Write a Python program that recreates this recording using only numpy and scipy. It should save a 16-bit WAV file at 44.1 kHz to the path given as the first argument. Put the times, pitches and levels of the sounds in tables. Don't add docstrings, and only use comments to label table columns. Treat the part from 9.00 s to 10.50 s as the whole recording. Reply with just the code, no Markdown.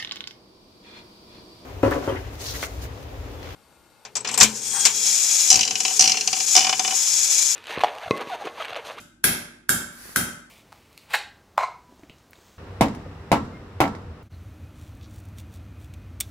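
import sys
import numpy as np
from scipy import signal
from scipy.fft import rfft, irfft
from scipy.io import wavfile

SR = 44100
rng = np.random.default_rng(int(sys.argv[2]) if len(sys.argv) > 2 else 0)


def int16_out(signal):
    q = np.round(np.clip(np.atleast_2d(signal).T, -1, 1) * 32767)
    wavfile.write(sys.argv[1], SR, q.astype(np.int16))


N = 66150
TIME, FREQS = np.arange(N) / SR, np.fft.rfftfreq(N, 1 / SR)
LOG_FREQS = np.log(np.maximum(FREQS, 1))


def undb(db):
    return 10 ** (np.asarray(db) / 20)


def fade(t60):
    return np.exp(-np.log(1000) * TIME / t60)


def unit(x):
    return x / np.sqrt(np.sum(x ** 2, axis=-1, keepdims=True))


def pan(db):
    return undb(np.array([[db], [-db]]) / 2)


def delay(x, s):
    shift = int(round(s * SR))
    padded = np.pad(x, [(0, 0)] * (x.ndim - 1) + [(N, N)])
    return padded[..., N - shift:2 * N - shift]


def convolve(a, b):
    return irfft(rfft(a, 2 * N) * rfft(b, 2 * N))[..., :N]


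def colour(x, points):
    hz, db = np.array(points, float).T
    gain = undb(np.interp(LOG_FREQS, np.log(hz), db))
    cepstrum = irfft(np.log(gain), N)
    cepstrum[1:N // 2] *= 2
    cepstrum[N // 2 + 1:] = 0
    response = irfft(np.exp(rfft(cepstrum)), N)
    return convolve(x, unit(response))


def diffuse(crossover_hz=450):
    mid, side = rfft(rng.standard_normal((2, N)))
    alike = 1 / (1 + (FREQS / crossover_hz) ** 2)
    mid, side = mid * np.sqrt(1 + alike), side * np.sqrt(1 - alike)
    return irfft(np.array([mid + side, mid - side]), N) / np.sqrt(2)


def sine(hz):
    return np.sin(2 * np.pi * hz * TIME)


def ring(modes):
    return sum(undb(db) * fade(t60) * sine(hz) for hz, db, t60 in modes)


# f/Hz, t60/s
ROOM_DECAY = [(60, 0.34), (240, 0.62), (500, 0.62), (900, 0.69), (1500, .64), (4000, 0.51), (8000, .48),
              (11000, 0.37), (15000, 0.31)]
def room_tail(build_s):
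    hz, t60s = np.array(ROOM_DECAY).T
    noise = rfft(diffuse())
    bands = [np.interp(LOG_FREQS, np.log(hz), row) for row in np.eye(len(hz))]
    tail = sum(irfft(noise * band, N) * fade(t60) for band, t60 in zip(bands, t60s))
    return unit(tail * (1 - np.exp(-TIME / build_s)))


def room_response(build_s=0.0077):
    early = unit(diffuse() * fade(t60=0.066) * np.minimum(TIME / build_s, 1))
    return undb(-2.5) * early + undb(2) * room_tail(build_s)


# f/Hz, level/dB
THUMP_EQ = [(25, -47.5), (60, -1.5), (140, -4), (250, -3), (400, -15), (800, -15), (1300, -25.5),
            (3000, -30)]
# f/Hz, level/dB, t60/s
BOOM_MODES = [(48.2, -6, 0.35), (77, -8.5, 0.34), (83.4, -14, 0.36), (125.8, -10, .4), (150.3, 9.5, 0.2),
              (169.6, -1, 0.56), (232, -10, 0.51), (238.5, 2.5, 0.76), (288.3, -13.5, 0.93),
              (374.2, -5, 0.48)]
def table_thump(build_s=0.0047, echo_s=0.075, echo_width_s=0.0022, echo_hz=127):
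    weight = np.sqrt(SR * 0.0075 / np.log(1000))
    blow = undb(-14) * colour(weight * signal.unit_impulse(N), THUMP_EQ)
    boom = undb(-35) * ring(BOOM_MODES) * (1 - np.exp(-TIME / build_s))
    lag = TIME - echo_s
    echo = undb(-25) * np.exp(-(lag / echo_width_s) ** 2 / 2) * np.sin(2 * np.pi * echo_hz * lag)
    return convolve(blow, room_tail(build_s)) + boom + echo


# f/Hz, level/dB
RUMBLE_EQ = [(25, -11.5), (50, 2.5), (75, -11), (175, 3.5), (240, 0), (350, 6.5), (420, -33.5), (700, -35),
             (1500, -20), (5000, -48), (15000, -50.5)]
# f/Hz, level/dB
HUM_PARTIALS = [(50, -63), (100, -67.5)]
def room_tone():
    hum = sum(undb(db) * sine(hz) for hz, db in HUM_PARTIALS)
    return undb(-60.5) * colour(diffuse(), RUMBLE_EQ) + hum


# f/Hz, level/dB
HISS_EQ = [(100, 4.5), (240, 8.5), (600, 1), (1100, 4), (1500, 11.5), (2000, 5.5), (3200, -2), (4500, 4.5),
           (9000, 1), (10600, 8.5), (12500, 1.5), (15500, 2)]
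def lead_in_hiss(length_s):
    swell = (TIME < length_s) * (TIME / length_s) ** 2
    return undb(-27.5) * colour(diffuse() * swell, HISS_EQ)


# t/s, level/dB
CONTACT_HITS = [(0, -4), (.0006, -5.5), (.0012, 6)]
# f/Hz, level/dB
CRACK_EQ = [(300, -25.5), (900, -23.5), (2200, -4), (2900, -6), (4300, -5), (6300, 0), (8500, -1.5),
            (11000, 2), (14500, 0.5), (16000, -19)]
def contact_crack():
    bursts = sum(undb(db) * delay(diffuse() * fade(t60=0.01), s) for s, db in CONTACT_HITS)
    return undb(-11.5) * colour(bursts, CRACK_EQ) * pan(db=1)


# multiple of the lid pitch, level/dB, t60/s
LID_MODES = [(1, 1.5, 0.018), (.905, -16, .08), (1.045, -21, 0.086), (1.39, -15, 0.027),
             (.76, -20.5, 0.053)]
def lid_ring(pitch_hz, attack_s=0.0016):
    push = np.minimum(TIME / attack_s, 1)
    modes = [(ratio * pitch_hz, db, t60) for ratio, db, t60 in LID_MODES]
    return undb(-3) * push * ring(modes) * pan(db=-3)


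# f/Hz, width/Hz, level/dB
STEEL_PEAKS = [(2280, 300, -18.5), (3620, 200, -20.5), (5590, 200, -13.5), (10430, 250, -9.5),
               (10706, 310, -2), (11100, 300, -13.5), (15900, 360, 2.5)]
def steel_chatter():
    burst = diffuse() * fade(t60=0.029)
    peaks = sum(undb(db) * unit(np.exp(-np.pi * width * TIME) * sine(hz))
                for hz, width, db in STEEL_PEAKS)
    return undb(-17) * convolve(burst, peaks)


# f/Hz, level/dB, t60/s
TIN_MODES = [(374.5, -6.5, 0.14), (588, -11.5, 0.3), (2074, -7.5, 0.058), (3208, 2, 0.063),
             (3478, -5.5, 0.066), (3795, -4, 0.13), (4293, -4, 0.1), (4564, -17.5, 0.15), (5380, -4, 0.061)]
def clack(room, lid_hz, lid_db, steel_db):
    metal = contact_crack() + undb(steel_db) * steel_chatter() + undb(-30.5) * ring(TIN_MODES)
    lid = undb(lid_db) * lid_ring(lid_hz)
    send = metal + undb(-6) * lid
    return metal + lid + convolve(send, room)


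# t/s, level/dB
CUTTER_FORCE = [(.84, -33), (.93, -5.5), (1.021, 0), (1.10, 0), (1.153, -4), (1.175, 4)]
def cutter_scrape(room, grain=0.3):
    times, db = np.array(CUTTER_FORCE).T
    force = undb(np.interp(TIME, times, db, left=-120, right=-120))
    slips = diffuse() * np.exp(grain * rng.standard_normal(N))
    rasp = colour(slips * force, HISS_EQ)
    return undb(-47.5) * (rasp + undb(-1) * convolve(rasp, room))


# t/s, level/dB
KNOCK_CUES = [(1.0545, -33.5), (1.0928, -32.5)]
# f/Hz, level/dB
KNOCK_EQ = [(80, -12), (300, 3), (750, -3), (1500, -8), (3000, -17), (12000, -30)]
def tin_knocks(room):
    out = 0
    for s, db in KNOCK_CUES:
        tap = colour(diffuse() * fade(t60=0.01), KNOCK_EQ)
        out += undb(db) * delay(tap + undb(-9) * convolve(tap, room), s)
    return out


# t/s, level/dB, lid f/Hz, lid/dB, steel/dB, thump/dB
CLACK_CUES = [(-.16, -7.5, 1490, -7.5, -0.5, -0.5), (.2405, -1, 1591, -1, 9.5, 1),
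              (.6920, -2, 1551, 0, -1, 0.5), (1.1597, -2.5, 1490, -0.5, -2, 2)]
def scene(lead_in_s=0.007):
    room = room_response()
    thump = table_thump()
    out = room_tone() + cutter_scrape(room)
    for s, db, lid_hz, lid_db, steel_db, thump_db in CLACK_CUES:
        snap = clack(room, lid_hz, lid_db, steel_db) + undb(thump_db) * thump
        hiss = lead_in_hiss(lead_in_s)
        out += undb(db) * (delay(hiss, s - lead_in_s) + delay(snap, s))
    return out + tin_knocks(room)


def record(dry, top_hz=15400):
    lowpass = signal.ellip(10, .2, 80, top_hz, fs=SR, output="sos")
    return signal.sosfilt(lowpass, np.tanh(dry))


dry = scene()
out = record(dry)
int16_out(out)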